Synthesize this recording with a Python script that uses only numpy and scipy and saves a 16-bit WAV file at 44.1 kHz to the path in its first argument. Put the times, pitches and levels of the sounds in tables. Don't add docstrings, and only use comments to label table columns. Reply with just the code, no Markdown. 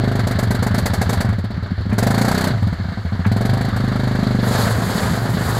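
import sys
import numpy as np
from scipy import signal
from scipy.fft import rfft, irfft, next_fast_len
from scipy.io import wavfile

SR = 44100
rng = np.random.default_rng(int(sys.argv[2]) if len(sys.argv) > 2 else 0)


def dump(signal):
    limited = np.clip(np.atleast_2d(signal).T, -1, 1)
    pcm = np.round(limited * 32767).astype(np.int16)
    wavfile.write(sys.argv[1], SR, pcm)


def rack_gain(trim_db):
    fader = np.asarray(trim_db, float)
    return 10 ** (fader / 20)


N = 246519
USUAL_RATE = 26


def rms_one(x):
    return x / np.sqrt(np.mean(x ** 2) + 1e-20)


def drift(rate):
    r = np.exp(-80 * np.pi * rate / SR)
    slow = signal.lfilter([1], [1, -2 * r, r * r], rng.standard_normal(N // 40 + 2002))[2000:]
    return np.interp(np.arange(N) / 40, np.arange(len(slow)), rms_one(slow))


def coloured(spectrum, patchy_db):
    size = next_fast_len(N)
    hz = np.maximum(np.fft.rfftfreq(size, 1 / SR), 1)
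    point_hz, point_db = np.array(spectrum, float).T
    shape = rack_gain(np.interp(np.log(hz), np.log(point_hz), point_db, left=-120, right=-120))
    noise = rfft(rng.standard_normal(size)) * shape
    out = 0
    lowest, highest = int(np.log2(point_hz[0])), int(np.log2(min(point_hz[-1], SR / 2))) + 1
    for octave in range(lowest, highest + 1):
        part = np.clip(1 - np.abs(np.log2(hz) - octave), 0, 1)
        out = out + irfft(noise * part, size)[:N] * rack_gain(patchy_db * drift(22.7))
    return rms_one(out)


def rise(t, start_s, span_s):
    return np.sin(np.pi / 2 * np.clip((t - start_s) / span_s, 0, 1)) ** 2


def engine(s):
    # time in seconds, firings per second, knock of a burnt stroke in dB, its gas blast in dB,
    # ring of the upper silencer chambers in dB.
    running = [(0, 25.1, -9, -47.5, -2), (.27, 26.3, -10, -36.5, -4), (1.25, 26.5, -10, -32.5, -1),
               (1.4, 16.4, -14, -34, -11), (1.939, 16.5, -13, -33.5, -11), (2.03, 24.5, -4.5, -31.5, 3.5),
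               (2.25, 29.8, -4.5, -30, 2), (2.461, 32.3, -7.5, -34.5, -11), (2.6, 18, -7, -35.5, -1.5),
               (3.2, 12.7, -1, -45, -1), (3.33, 20.8, -8.5, -40, 0.5), (3.521, 25.4, -5.5, -39, 0),
               (3.671, 27, -12.5, -43, -4), (3.75, 25.8, -10, -46.5, -16), (4.2, 25.7, -7, -45, -6),
               (4.44, 24.3, -4.5, -51, -7), (4.598, 25.9, -11.5, -42, 1.5), (5.59, 26, -13, -52, -1)]
    when, *columns = np.transpose(running)
    return [np.interp(s, when, column) for column in columns]


def burnt_times(unburnt_s, misfired):
    late, catch_up = 0.1354, 0.0806
    t = np.arange(N) / SR
    cycle = np.cumsum(engine(t)[0]) / SR
    at = np.interp(unburnt_s, t, cycle)
    first = (at + 1 - catch_up * misfired)[:-1]
    last = (at - 1 - late * misfired)[1:]
    out = []
    for a, b, cold in zip(first, last, misfired):
        count = round(b - a) + 1
        angles = np.linspace(a, b, count) if count > 1 else [(a + b) / 2] * max(count, 0)
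        times = np.interp(angles, cycle, t)
        out += [(s, cold and k == 0) for k, s in enumerate(times)]
    return np.transpose(out)


def burnt_strokes(unburnt_s, misfired):
    # pitch in Hz, boom in dB, knock in dB, echo in dB, blast in dB.
    scatter = [2.5, 1.6, 1.5, 6.0, 1.0]
    # time in seconds, extra boom in dB, extra
    # knock in dB, extra blast in dB.
    odd_strokes = [(.7837, -1.5, 3, 2.5), (.8598, -3, -3.5, 2.5), (.9373, -5, -0.5, 1.7),
                   (1.1333, -2, 1, 3.5), (1.2067, -11, 1, -1.5), (1.984, -1.5, .1, 5),
                   (2.145, 4, -4.5, -3.5), (2.2504, 3, -4, -2.5), (2.3806, -4, 0.5, -0.5),
                   (2.443, 2, -2, 2), (3.453, -1.5, 4, 1.5), (3.494, 5, -4, -4), (3.5723, -0.5, -2, -8),
                   (3.611, 2.5, 2.5, 2), (3.6855, -4, 1.5, -1), (3.7647, 5, 1.5, 6), (3.8043, 1, -2, -3),
                   (3.9202, -4, 0, -5), (4.2304, -11, 1.5, 1), (4.5524, -1, -2, 13),
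                   (4.5915, .1, -0.5, -11), (4.707, 0, -3, 8), (4.7874, .1, 3.5, -12), (4.8251, -4, -3, 7),
                   (4.9027, -2.5, 0, -13), (4.9815, -25, -3, -4), (5.2557, -12, 1, 5), (5.3727, -1, 1, 3),
                   (5.5243, 0.5, -18, 2)]
    s, cold = burnt_times(unburnt_s, misfired)
    rate, knock_db, blast_db, _ = engine(s)
    fast = rate - USUAL_RATE
    pipe_hz = 116.9 + 1.6 * fast - 4 * cold
    boom_db = -15.5 - 0.82 * fast - 2 * cold
    echo_db = -42.5 - 3.5 * np.minimum(fast, 0)
    burnt = np.transpose([pipe_hz, boom_db, knock_db, echo_db, blast_db + 3 * cold])
    burnt = np.c_[s, burnt + scatter * rng.standard_normal((len(s), 5))]
    crowded = rate > 30.2
    burnt[:, 1] = np.where(crowded, 3 * rate, burnt[:, 1])
    burnt[:, 2] += -3.5 * crowded
    for when, *extra_db in odd_strokes:
        burnt[np.argmin(np.abs(s - when)), [2, 3, 5]] += extra_db
    return burnt


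def firing():
    # time in seconds, pipe pitch in Hz, boom in dB, knock in dB, echo in dB.
    misfires = [(0.2373, 98, -12, -10, -20), (0.3551, 93, -13, -9, -25), (0.474, 99, -11.5, -11, -32),
                (0.5922, 98, -11.5, -11, -23), (.7104, 97, -11.5, -8.5, -16.5),
                (0.8254, 82.5, -15, -13, -15), (0.9017, 96, -12.5, -14, -15),
                (0.9805, 88.5, -13, -15, -11.5), (1.06, 87, -13.5, -18, -12.5), (1.1739, 87, -11, -11, -26),
                (1.2494, 111.4, -12.5, -10, -14), (3.729, 98, -14.5, -10, -15),
                (4.6356, 100, -13.5, -8.5, -23), (4.7522, 95, -14, -16, -21), (4.8674, 90, -21, -10.5, -15),
                (4.9459, 90, -39, -27, -8.5), (5.0235, 93, -18, -10, -13), (5.1023, 78.5, -20, -11, -8.5),
                (5.2214, 119, -14, -16, -37), (5.3377, 84, -38, -12, -13), (5.4556, 87.5, -18, -23, -14),
                (5.5713, 119, -15, -23, -43)]
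    # time in seconds,
    # pipe pitch in Hz, boom in dB, knock in dB, echo in dB.
    lull_chugs = [(0.0, 114.6, -13.5, -11.5, -36), (1.2902, 96, -10.5, -8.5, -13.5),
                  (1.329, 108.4, -15, -14, -31), (1.3865, 92.5, -16.5, -9, -44),
                  (1.4436, 106, -17.5, -12, -40), (1.5072, 107, -26, -16.5, -20),
                  (1.542, 87.5, -17.5, -24, -48), (1.5693, 92, -21.5, -23, -11),
                  (1.629, 98, -16.5, -16.5, -37), (1.6615, 99, -26, -23, -44), (1.7093, 90, -19, -23, -8.5),
                  (1.7816, 89, -13, -24, -36), (1.8093, 94, -18, -20, -47), (1.8575, 98, -18, -26, -11.5),
                  (1.8974, 86, -15, -15, -40), (1.929, 111, -15, -5, -13.5),
                  (2.507, 130, -16, -11, -42), (2.539, 115, -12, -31, -42), (2.576, 106.5, -16, -18, -42),
                   (2.6269, 101, -9, -8, -34), (2.6723, 97, -14.5, -6.5, -20), (2.729, 77, -22, -8, -31),
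                   (2.789, 83.5, -17, -34, -17), (2.8023, 102, -15.5, -47, -40),
                   (2.845, 85, -21, -43, -15.5), (2.8881, 91, -18, -14, -44), (2.9234, 82.5, -44, -13, -40),
                   (2.976, 104.5, -20, -15, -20.5), (3.0532, 83, -16.5, -11, -44),
                   (3.1247, 102, -14.5, -12, -18), (3.1532, 89, -21.5, -18, -40),
                   (3.196, 86, -16.5, -8, -16)]
    # time in seconds, ring in dB.
    lower_ring = [
        (0, 4.5),
        (.35, 2),
        (1.4, -1),
        (1.92, 2.5),
        (2.48, 2.5),
        (2.56, -5),
        (3.3, 2.5),
        (3.7, -2.5),
        (4.45, 3.5),
    ]
    missed = [(*row, 1) for row in misfires]
    chugs = [(*row, 0) for row in lull_chugs]
    unburnt = np.array(sorted(missed + chugs), float)
    burnt = burnt_strokes(unburnt[:, 0], unburnt[:, 5])
    unburnt[:, 5] = engine(unburnt[:, 0])[2] - 16.5 + (unburnt[:, 3] + 11)
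    rows = np.r_[burnt, unburnt]
    rows = rows[np.argsort(rows[:, 0])]
    s = rows[:, 0]
    return np.c_[rows, engine(s)[3], np.interp(s, *np.transpose(lower_ring))]


def strokes(rows, shape):
    out = np.zeros(N + SR)
    lead = SR // 100
    t = np.arange(-lead, SR // 8) / SR
    next_s = np.append(rows[1:, 0], 9)
    for row, following in zip(rows, next_s):
        at = max(round(row[0] * SR), 0)
        out[at:at + len(t)] += shape(t, following - row[0] - t, row)
    return out[lead:lead + N]


def boom(t, left, row):
    shape = rise(t, -0.011, 0.024) * np.exp(-21 * t) * rise(left, 0.0026, 0.0093)
    return rack_gain(row[2] + 4.0) * shape * np.cos(2 * np.pi * row[1] * t)


def knock(t, left, row):
    hz = 200 * np.sqrt(row[1] / 110)

    def pulse(s):
        fade = np.exp(-190 * np.maximum(s, 0))
        return rise(s, -0.0068, 0.0083) * fade * np.cos(2 * np.pi * hz * s)

    return rack_gain(row[3] - 0.6) * pulse(t) + rack_gain(row[4] + 0.9) * pulse(t - 1 / row[1])


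def front(t, left, row):
    # pitch in Hz, level in dB, time to fade by 60 dB in seconds.
    chambers = [(250, -25, .16), (362, -29, .18), (408, -27, .13), (505, -33, .1), (600, -30, .14),
                (680, -25, .17), (765, -27, .14)]
    burnt = np.clip(max((row[1] - 100) / 12, (row[5] + 48) / 9), 0.3, 1)
    s = t + 0.002394
    modes = 0
    for hz, level_db, t60 in chambers:
        ring_db = row[6] if hz > 640 else row[7]
        mode_db = level_db + ring_db - 60 * s / t60 + rng.normal(0, 1.0)
        modes = modes + rack_gain(mode_db) * np.cos(2 * np.pi * hz * s)
    ringing = rise(s, -0.0013, 0.0015) * modes * rise(left, 0.001, 0.0065)
    heave = rack_gain(-23.5) * rise(t, -0.00373, 0.0011) * np.exp(-25 * t) * np.cos(2 * np.pi * 46 * (t - 0.008))
    return -burnt * (ringing + heave * rise(left, 0.001, 0.0055))


def gust(rows, decay, share, offset_db):
    def puff(t, left, row):
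        return rack_gain(share * row[5] + offset_db) * rise(t, -0.0042, 0.0076) * np.exp(-decay * t)

    return strokes(rows, puff)


def exhaust(rows, wet):
    # frequency in Hz, level in dB per Hz.
    blast = [(1290, -9), (2200, -3), (2660, -20.5), (4490, -3), (5430, -13), (7660, -9), (9100, -14.5),
             (10800, -11.5), (15600, -20)]
    # frequency in Hz, level in dB per Hz.
    rough_gas = [(300, -14), (420, 6), (700, 6.5), (1000, 1), (1250, -10.5), (1600, 0), (2100, -16.5),
                 (2700, -19)]
    # frequency in Hz, level in dB per Hz.
    churning = [(60, 0.5), (90, -14.5), (170, -1.5), (280, -12.5), (400, -17)]
    hiss = gust(rows, decay=77, share=1.0, offset_db=7.5) * coloured(blast, patchy_db=0.0)
    bark = gust(rows, decay=72, share=0.63, offset_db=1.0) * coloured(rough_gas, patchy_db=1.5)
    bubbling = gust(rows, decay=25, share=0.1, offset_db=-27) + rack_gain(-31) * wet
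    gurgle = bubbling * coloured(churning, patchy_db=2.5)
    clean = strokes(rows, boom) + strokes(rows, knock) + (1 - 0.4 * wet) * strokes(rows, front)
    return clean + (1 - 0.85 * wet) * hiss + bark + gurgle


def engine_case(shake):
    # frequency in Hz, level in dB per Hz.
    metal = [(280, -34), (430, -9), (800, -9), (1050, -7), (1270, -5.5), (1660, -5), (1910, -9),
             (2220, -12), (2430, -22.5), (3300, -18), (4500, -13), (5300, -30), (7500, -44), (11000, -68)]
    # frequency in Hz, level in dB per Hz.
    box = [(1500, -27), (1640, 3.5), (1720, 2), (1800, 0), (1950, -15)]
    rate, knock_db, *_ = engine(np.arange(N) / SR)
    case_db = -30 + 0.52 * (rate - USUAL_RATE) + 0.29 * (knock_db + 9.5)
    clatter = rack_gain(case_db + 0.5) * shake * coloured(metal, patchy_db=1.5)
    airbox = rack_gain(case_db - 15) * shake * coloured(box, patchy_db=3.0)
    return clatter + airbox


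def steam(wet):
    # frequency in Hz, level in dB per Hz.
    hissing = [(2940, -7), (5000, -5.5), (5420, -7), (6950, 0.5), (9040, -9.5), (11900, -8), (15600, -19)]
    # time in seconds, level in dB.
    boiling = [
        (0, -54),
        (.65, -64),
        (1.05, -50.5),
        (1.5, -69),
        (1.93, -62),
        (2.25, -43),
        (2.7, -59),
        (3.3, -59),
        (4.47, -48.5),
    ]
    boil_db = np.interp(np.arange(N) / SR, *np.transpose(boiling))
    return (1 - wet) * rack_gain(boil_db + 1.8) * coloured(hissing, patchy_db=0.6)


def low_rumble():
    # frequency in Hz, level in dB per Hz.
    rumble = [(28, -25), (45, -28), (65, -20), (90, -16)]
    return rack_gain(-41) * coloured(rumble, patchy_db=2.5)


def intake():
    # time in seconds, level in dB.
    gasps = [
        (1.913, -22),
        (3.246, -18.5),
    ]
    t = np.arange(N) / SR
    rush = 0
    for s, db in gasps:
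        rush = rush + rack_gain(db) * rise(t, s - 0.003, 0.01) * np.exp(-45 * np.maximum(t - s, 0))
    mid_band = signal.butter(3, [700, 2100], "band", fs=SR, output="sos")
    return rush * signal.sosfilt(mid_band, rng.standard_normal(N)) * 3


def spray(wet, shake):
    # frequency in Hz, level in dB per Hz.
    spatter = [(300, -9.5), (450, 1.5), (900, -3), (1700, -4), (2600, -19.5), (4500, -11.5), (5700, -23.5),
               (7000, -17), (9300, -23.5), (11600, -19.5), (13500, -27.5), (15900, -30)]
    # time in seconds, level in dB.
    throws = [
        (4.45, -42.5),
        (4.55, -44.5),
        (4.61, -30.5),
        (4.8, -52),
        (4.97, -34.5),
        (5.06, -37),
        (5.46, -41.5),
        (5.6, -33),
    ]
    t = np.arange(N) / SR
    water = rack_gain(-39)
    for s, db in throws:
        swell, fade = (t - s) / 0.096, (s - t) / 0.1
        water = water + rack_gain(db) * np.exp(np.minimum(swell, fade))
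    return wet * water * rack_gain(9) * (0.69 + 0.14 * shake) * coloured(spatter, patchy_db=2.0)


def scene():
    rows = firing()
    wet = rise(np.arange(N) / SR, 4.39, 0.07)
    shake = 0.62 + gust(rows, decay=65, share=0.2, offset_db=7.5)
    bike = exhaust(rows, wet) + engine_case(shake) + intake()
    water_and_rumble = steam(wet) + low_rumble() + spray(wet, shake)
    return (bike + water_and_rumble)[None]


def low_pass(x):
    return signal.sosfilt(signal.butter(12, 15800, fs=SR, output="sos"), x)


def record(dry):
    thin = signal.sosfilt(signal.butter(1, 25, "high", fs=SR, output="sos"), dry)
    rounded = 0.88 * np.tanh(thin / 0.97)
    top_cut = signal.ellip(12, 0.5, 70, 15800, fs=SR, output="sos")
    return low_pass(signal.sosfilt(top_cut, rounded))


dry = scene()
out = record(dry)
dump(out)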